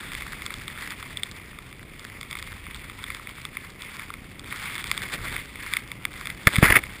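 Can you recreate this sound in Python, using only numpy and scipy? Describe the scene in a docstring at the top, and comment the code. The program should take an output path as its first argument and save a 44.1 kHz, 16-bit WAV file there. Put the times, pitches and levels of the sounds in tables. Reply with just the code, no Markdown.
"""Boxed camera on a snowy slope

A small camera in a closed plastic case is carried down a snowy slope. Snow and a glove rub and tick on the
shell, made from noise and clicks ringing its resonances; late on the glove wipes the lens in noisy strokes.
Wind, and late on the low shake of the wipe, rumble as bands of low noise; a faint frame buzz of regular dips
lies below. The sound chip samples slowly and holds each value, so the shell's resonances return as mirror
images in the treble."""
import sys
import numpy as np
from scipy import signal
from scipy.io import wavfile

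SR = 44100
rng = np.random.default_rng(int(sys.argv[2]) if len(sys.argv) > 2 else 0)


def makeup_ratio(level_db):
    """Linear amplitude ratio for a level in decibels (20 dB per factor of ten)."""
    decades = np.asarray(level_db, float) / 20
    return 10 ** decades


def wav_record(signal):
    """Record a signal, one row per channel, as 16-bit PCM in the file named by sys.argv[1]."""
    frames = np.transpose(np.atleast_2d(signal))
    bounded = np.clip(frames, -1, 1)
    # unit amplitude maps onto the largest positive 16-bit level
    quanta = np.round(bounded * 32767).astype(np.int16)
    wavfile.write(sys.argv[1], SR, quanta)


N = 308700   # samples: 7 s

# Steady rubbing on the shell, joined by straight lines: start_s, level_db (rms)
STEADY_RUBBING = [(0, -38.5), (.3, -39), (.6, -41), (.98, -42.5), (1.25, -43), (1.55, -47), (1.93, -50),
                  (2.08, -43.5), (2.3, -46), (2.6, -44), (3.0, -42.5), (3.35, -45), (3.75, -45.5),
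                  (4.15, -46.5), (4.4, -50), (5.42, -42.5), (5.5, -45), (5.95, -47.5), (6.4, -42.5),
                  (7, -42.5)]
# The glove leans on the shell and the rubbing jumps up: start_s, length_s, start_level_db, end_level_db
LEANS_ON_SHELL = [(0.775, 0.15, -38, -37), (2.31, 0.1, -50, -42), (3.062, 0.12, -43.5, -40),
                  (3.52, .14, -55, -42), (3.792, 0.25, -44, -40), (4.446, 0.065, -44, -41),
                  (4.507, 0.32, -34.5, -36.5), (4.849, 0.57, -37, -37.5), (5.569, .17, -43.5, -31.5),
                  (5.74, 0.087, -34.5, -44), (6.109, .21, -47, -38.5), (6.495, .11, -37, -31.5),
                  (6.619, 0.15, -26, -20.5)]


def rub_level():
    """Steady rubbing and the leans add in power, as separate noises do; the result is in dB."""
    t = np.arange(N) / SR
    edge_s = 0.005
    power = makeup_ratio(2 * in_time(STEADY_RUBBING)[0])
    for start_s, length_s, start_db, end_db in LEANS_ON_SHELL:
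        end_s = start_s + length_s
        on = (np.tanh((t - start_s) / edge_s) - np.tanh((t - end_s) / edge_s)) / 2
        lean_db = np.interp(t, [start_s, end_s], [start_db, end_db])
        power = power + on ** 2 * makeup_ratio(2 * lean_db)
    return 10 * np.log10(power)


def rubbing():
    """Snow dust and cloth on the shell: fluttering hiss, a dense fine crackle and a few larger grains."""
    rub_db = rub_level()
    # above -31 dB the pressure damps the upper modes and hides the crackle
    heavy_db = np.maximum(rub_db + 31, 0)
    # the share of the upper modes wanders as the contact moves
    upper_db = 0.5 + 1.5 * drift(2.7) - 2.5 * heavy_db
    weight_db = 0.37 * np.clip(rub_db + 39.5, -8, 10)

    hiss = rng.standard_normal(N) * makeup_ratio(2.0 * drift(76))
    fine = flakes(1600 * makeup_ratio(6 * drift(40)), spread_db=6.5)
    large = flakes(70 * makeup_ratio(4 * drift(10)), spread_db=6.5)
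    ringing = rms_one(shell(hiss, np.clip(upper_db, -20, 6), weight_db, patchy_db=1.15))
    crackle = makeup_ratio(-4.0) * fine + makeup_ratio(-7) * large
    mixed = ringing + makeup_ratio(-1.1 * heavy_db) * crackle
    return makeup_ratio(rub_db) * rms_one(mixed)


# Resonances of the shell, in the order low, main, upper, top and a fifth one:
# pitch_hz, width_hz, level_db (relative, when rubbed, before any lift)
SHELL_MODES = [(1224, 900, -3), (2170, 458, 0.5), (3493, 350, -10), (4804, 1380, -12.5), (1715, 670, -1)]


def shell(drive, upper_db, weight_db, patchy_db):
    """A rubbing force rings all modes, neighbours in opposite sign, each wavering; weight wakes the fifth."""
    out = 0
    # the top mode follows only part of the change in the upper one
    lifts_db = [0, 0, upper_db, 0.44 * upper_db, weight_db]
    signs = [1, 1, -1, 1, -1]
    for (pitch_hz, width_hz, level_db), lift_db, sign in zip(SHELL_MODES, lifts_db, signs):
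        ringing = rms_one(mode(drive, pitch_hz, width_hz))
        waver_db = patchy_db * drift(8.5)
        out = out + sign * makeup_ratio(level_db + lift_db + waver_db) * ringing
    return stiff(out)


def flakes(per_s, spread_db):
    """Grains land at different spots, so each rings the modes in its own proportion."""
    hits = grains(per_s, spread_db)
    out = 0
    for pitch_hz, width_hz, level_db in SHELL_MODES:
        struck = contact(hits * rng.standard_normal(N), pitch_hz, spread=1.46)
        # the modes are more even here than when rubbed
        out = out + makeup_ratio(0.32 * level_db) * rms_one(mode(struck, pitch_hz, width_hz))
    return rms_one(stiff(out))


def grains(per_s, spread_db):
    """Stick-slip: random clicks, most small, a few large."""
    sizes = makeup_ratio(spread_db * np.minimum(rng.exponential(1, N), 3.2))
    signs = rng.choice([-1, 1], N)
    landed = rng.random(N) < per_s / SR
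    return rms_one(sizes * signs * landed)


# Ticks on the shell: start_s, peak_db (hardest-struck mode, before scatter), spot_hz (pitch of the spot struck),
# fall_below_db_per_octave, fall_above_db_per_octave (how fast the modes weaken away from the spot)
SHELL_TICKS = [(0.1182, -24, 2040, 15, 12), (0.1503, -21, 2300, 15, 12), (0.2209, -24, 2200, 10, 16),
               (0.42, -25, 2290, 12, 8.2), (0.5046, -22.5, 2170, 6.7, 16), (0.6798, -21, 3300, 9, 24),
               (1.026, -29.5, 1980, 5.3, 9.1), (1.1713, -19.5, 3360, 13, 25), (1.2331, -13, 3530, 13.6, 29),
               (1.3988, -33.5, 2070, 7.8, 20), (1.587, -29, 2300, 5.1, 9.4), (1.727, -31, 2240, 10, 8.5),
               (2.2298, -29, 2290, 10, 8), (2.3106, -26, 2310, 15, 4), (2.3281, -25, 2190, 9.4, 7.9),
               (2.3527, -24, 2150, 7.6, 12), (2.37, -27.5, 2290, 8.6, 12), (2.388, -26, 3290, 10, 12),
               (2.4255, -23, 2120, 10, 6.7), (2.666, -28, 2060, 5, 16), (2.7453, -24.5, 3390, 17, 25),
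               (2.8974, -27, 2070, 5.5, 11), (3.0397, -23.5, 3200, 6.6, 23), (3.1024, -19.5, 2120, 10, 16),
               (3.1963, -29.5, 1210, 10, 9.9), (3.2716, -22, 2240, 15, 20), (3.292, -30.5, 3280, 8, 22),
               (3.4514, -23, 3260, 4.7, 13), (3.5694, -20, 1960, 14.5, 15.6), (3.8204, -23.5, 3470, 11, 17),
               (3.9947, -26, 2220, 6.2, 12), (4.1026, -23.5, 1120, 10, 8.4), (4.1387, -26, 2050, 11, 8.2),
               (4.5248, -19, 1960, 15, 26), (4.7533, -23.5, 2400, 12, 10), (4.78, -22.5, 2210, 11, 8.4),
               (4.801, -38, 2010, 10, 12), (4.8412, -21, 2270, 8.9, 4.8), (4.8705, -25, 3560, 13, 10),
               (4.9023, -27, 1910, 10, 9.8), (4.9139, -11.5, 1950, 10, 4.2),
               (4.9766, -18.5, 3550, 3.9, 9.8), (5.3637, -18, 2080, 15, 14), (5.5566, -27.5, 2310, 14, 12),
               (5.7359, -11.5, 2280, 17, 9.2), (5.768, -13, 2240, 17, 9.4), (5.9162, -23.5, 2300, 14, 9.6),
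               (6.0518, -12, 2260, 15, 10.3), (6.2107, -25.5, 1200, 10, 5.2),
               (6.2559, -21.5, 2110, 14, 8.9), (6.2707, -19, 2070, 14, 7.5), (6.3012, -21.5, 2260, 20, 9.9),
               (6.471, 3, 2130, 9.2, 13), (6.4888, -21, 2020, 11, 9.3), (6.557, -10.5, 2140, 14, 12),
               (6.5638, -11.5, 2110, 13, 8.6), (6.5842, -16.5, 2160, 7.6, 13), (6.6276, -11, 1090, 10, 8.6),
               (6.757, -8, 1820, 10, 15), (6.7623, -21, 1860, 10, 12), (6.766, -9, 1850, 13, 17),
               (6.7707, -15, 2160, 9, 16), (6.837, -20, 2210, 11.5, 16), (0.4628, -21.5, 5000, 3.2, 12),
               (0.5397, -26, 4240, 4, 14), (0.9053, -26.5, 4840, 5, 12), (1.9944, -31, 4830, 4.7, 12),
               (2.2114, -27.5, 4300, 3.4, 12), (3.1472, -26.5, 4210, 4, 13), (4.3944, -28.5, 4770, 4.1, 11)]


def ticks():
    """Each tick strikes the modes near its spot hardest and chatters once."""
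    start_s, peak_db, spot_hz, below_db, above_db = np.transpose(SHELL_TICKS)
    at = np.round(start_s * SR).astype(int)
    chatter_at = at + round(0.0007 * SR)
    scatter_db, spread = 0.5, 1.183   # spread: ratio from the mode's pitch to the edge of the driven band
    struck_modes = SHELL_MODES[:4]
    octaves = np.log2(np.array(struck_modes)[:, :1] / spot_hz)
    share_db = np.where(octaves < 0, below_db * octaves, -above_db * octaves)
    share_db = share_db - share_db.max(axis=0)
    unit = np.eye(1, 400)[0]   # a single click
    out = np.zeros(N)
    for (pitch_hz, width_hz, _), mode_share_db in zip(struck_modes, share_db):
        side, chatter, scatter = rng.standard_normal((3, len(at)))
        blow = makeup_ratio(peak_db + mode_share_db + scatter_db * scatter)
        clicks = np.zeros(N)
        clicks[at] = blow * np.sign(side)
        clicks[chatter_at] += 0.25 * blow * np.tanh(chatter)
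        free_hz = 0.68 * width_hz   # a free shell rings narrower than a rubbed one
        height = np.abs(mode(contact(unit, pitch_hz, spread), pitch_hz, free_hz)).max()
        out += mode(contact(clicks, pitch_hz, spread), pitch_hz, free_hz) / height
    return stiff(out)


# Strokes of the glove over the shell: peak_s, level_db (rms at the peak), length_s (rise plus fall)
GLOVE_STROKES = [(5.031, -32, 0.012), (5.135, -27, 0.026), (5.248, -33, 0.032), (5.321, -32, 0.017),
                 (5.346, -30, 0.015), (6.471, -11.5, 0.0021), (6.478, -13, 0.0048), (6.536, -28.5, 0.025),
                 (6.637, -14, 0.016), (6.657, -12.5, 0.0096), (6.688, -21.5, 0.019), (6.704, -8.5, 0.0056),
                 (6.725, -11, 0.0044), (6.742, -20, .007), (6.762, -13.5, .018), (6.79, -25.5, 0.0046)]


def stroke_envelope():
    """Pressure of the glove: each stroke swells and dies, rising a little faster than it falls."""
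    t = np.arange(N) / SR
    power = np.zeros(N)
    for peak_s, level_db, length_s in GLOVE_STROKES:
        side_s = length_s * np.where(t < peak_s, 0.41, 0.59)
        power += makeup_ratio(2 * level_db) * np.exp(-((t - peak_s) / side_s) ** 2)
    return np.sqrt(power)


def glove():
    """Strokes scrape the shell and, duller and a little later, shake the air inside; squeezes are added."""
    pressure = stroke_envelope()
    # a light touch is brighter, a heavy one damps the upper modes
    upper_db = np.where(pressure < makeup_ratio(-26), 1.5, -8.0)
    rough = rng.standard_normal(N) + 1.54 * grains(900, spread_db=4.5)
    scrape = rms_one(shell(rough, upper_db, 3.2, patchy_db=2.5))

    air_band = signal.butter(1, [40, 600], "band", fs=SR, output="sos")
    shake = rms_one(signal.sosfilt(air_band, rng.standard_normal(N)))
    lag = np.exp(-1 / (0.0046 * SR))   # 4.6 ms
    late_pressure = signal.lfilter([1 - lag], [1, -lag], pressure)
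    return pressure * scrape + makeup_ratio(-9.5) * late_pressure * shake + squeezes()


# The glove squeezes the air in the case: middle_s, peak_db, swing_s (from the middle to either peak)
AIR_SQUEEZES = [(6.4732, -8.5, 0.0014), (6.587, -8.5, 0.0015), (6.6273, -6.5, 0.00034)]
# It lets go, one swing: middle_s, peak_db (before the 0.95 below), swing_s
AIR_RELEASE = (6.6315, -3.5, 0.00117)


def squeezes():
    """A squeeze swings the air pressure down, then up; letting go swings it up, then down."""
    t = np.arange(N) / SR
    out = np.zeros(N)
    swings = [(1, row) for row in AIR_SQUEEZES] + [(-0.95, AIR_RELEASE)]
    for direction, (middle_s, peak_db, swing_s) in swings:
        u = (t - middle_s) / swing_s
        out += direction * makeup_ratio(peak_db) * u * np.exp(0.5 - u ** 2 / 2)
    return out


# Colour of the low rumble: pitch_hz, level_db (relative, per Hz)
RUMBLE_COLOUR = [(15, -41), (25, 0.5), (81, -0.5), (156, -6), (407, -16), (697, -21), (900, -22),
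                 (1170, -57), (1980, -120)]
# Low rumble on the case, joined by straight lines: wind, and at 6.65 s the low shake of the glove's wipe:
# start_s, level_db
RUMBLE_LEVEL = [(0.0, -43.5), (0.6, -43.5), (1.56, -47), (2.57, -46), (3.8, -47.5), (5.24, -41),
                (5.48, -46), (6.2, -44), (6.47, -41.5), (6.65, -33), (6.78, -39.5), (7.0, -46)]
# Deep swells of the rumble: wind buffets, and last the low shake of the glove's wipe:
# middle_s, deep_lift_db, length_s (from the middle to 1/e of the lift)
DEEP_SWELLS = [(.2, 2.5, 0.34), (2.62, 7, 0.26), (3.047, 6, 0.07), (5.25, 4, 0.17), (6.703, 12, 0.055)]


def rumble():
    """Half-octave bands of low noise, lumpy together and each on its own; swells lift the deepest bands."""
    t = np.arange(N) / SR
    deep_db = -3   # between swells
    for middle_s, lift_db, length_s in DEEP_SWELLS:
        deep_db = deep_db + lift_db * np.exp(-((t - middle_s) / length_s) ** 2)

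    shared_lumps = drift(10)
    edges_hz = 18 * 2 ** np.arange(0, 6.6, 0.5)
    white = rng.standard_normal((2, N))   # neighbouring bands take different noise
    pitch_hz, colour_db = np.transpose(RUMBLE_COLOUR)
    out = 0
    for k, (low, high) in enumerate(zip(edges_hz, edges_hz[1:])):
        band_filter = signal.butter(2, [low, high], "band", fs=SR, output="sos")
        band = signal.sosfilt(band_filter, white[k % 2])
        level_db = np.interp(np.log(low * high) / 2, np.log(pitch_hz), colour_db)
        level_db = level_db + deep_db * (high < 110)
        lumps_db = 0.5 * (shared_lumps + 0.72 * drift(3.8))
        out = out + makeup_ratio(level_db + lumps_db) * band
    rumble_db, = in_time(RUMBLE_LEVEL)
    return makeup_ratio(rumble_db) * rms_one(out)


def frame_buzz():
    """The picture circuit pulls the supply down once a field; odd and even fields differ."""
    fields_per_s, first_s, width_s = 59.94, 0.01654, 0.00056
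    field = (np.arange(N) / SR - first_s) * fields_per_s
    nearest = np.round(field)
    dip = np.exp(-((field - nearest) / fields_per_s / width_s) ** 2 / 2)
    dip *= 1 + 0.96 * (-1) ** nearest
    high_pass = signal.butter(1, 90, "high", fs=SR, output="sos")
    return signal.sosfilt(high_pass, -makeup_ratio(-41.5) * dip)


def mode(x, pitch_hz, width_hz):
    """One resonance: a click rings and dies, faster when the width is larger."""
    r = np.exp(-np.pi * width_hz / SR)
    w = 2 * np.pi * pitch_hz / SR
    return signal.lfilter([0, np.sin(w)], [1, -2 * r * np.cos(w), r * r], x + 1e-18)


def contact(clicks, pitch_hz, spread):
    """A contact lasts a few cycles of the mode that it drives, so little spills beside the mode."""
    edges_hz = [pitch_hz / spread, min(pitch_hz * spread, 7000)]
    band = signal.butter(2, edges_hz, "band", fs=SR, output="sos")
    return signal.sosfilt(band, clicks + 1e-18)


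def stiff(x):
    """The shell is too stiff to move below its lowest mode, so the lows are cut."""
    return signal.sosfilt(signal.butter(4, 1004, "high", fs=SR, output="sos"), x)


def drift(rate_hz):
    """Slow chance: noise twice through a one-pole low-pass, scaled to rms 1."""
    r = np.exp(-20 * np.pi * rate_hz / SR)   # made at a tenth of the sample rate
    noise = rng.standard_normal(N // 10 + 4002)
    slow = signal.lfilter([1], [1, -2 * r, r * r], noise)[4000:]   # skip the run-in
    return np.interp(np.arange(N) / 10, np.arange(len(slow)), rms_one(slow))


def rms_one(x):
    """Scale to rms 1."""
    return x / np.sqrt(np.mean(x ** 2) + 1e-20)


def in_time(rows):
    """Table columns as straight lines in time."""
    start_s, *columns = np.transpose(rows)
    return [np.interp(np.arange(N) / SR, start_s, column) for column in columns]


def scene():
    """Shell, glove, rumble and buzz add up in one microphone."""
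    mixed = rubbing() + ticks() + glove() + rumble() + frame_buzz()
    return mixed[None]


def top_cut(x):
    """Nothing passes above the cut-off."""
    return signal.sosfilt(signal.butter(12, 16340, fs=SR, output="sos"), x)


def record(dry):
    """Overload, guard filter, 12000 samples a second each held four times, treble cut."""
    loud = np.clip(dry, -1, 1)
    guard = signal.cheby2(4, 22.0, 6808.5, fs=SR, output="sos")   # 22 dB down from 6808.5 Hz
    guarded = signal.sosfilt(guard, loud)
    # up to 48000 a second, then every fourth value; the guard lets some treble fold back
    slow = signal.resample_poly(guarded, 160, 147, axis=1)[:, ::4]
    # holding leaves mirror images of the sound in the treble
    held = np.repeat(slow, 4, axis=1)
    x = signal.resample_poly(held, 147, 160, axis=1)[:, :N]
    treble_cut = signal.cheby2(12, 24.0, 15500, fs=SR, output="sos")
    x = signal.sosfilt(treble_cut, x)
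    return top_cut(np.clip(x, -1, 1))


dry = scene()
out = record(dry)
wav_record(out)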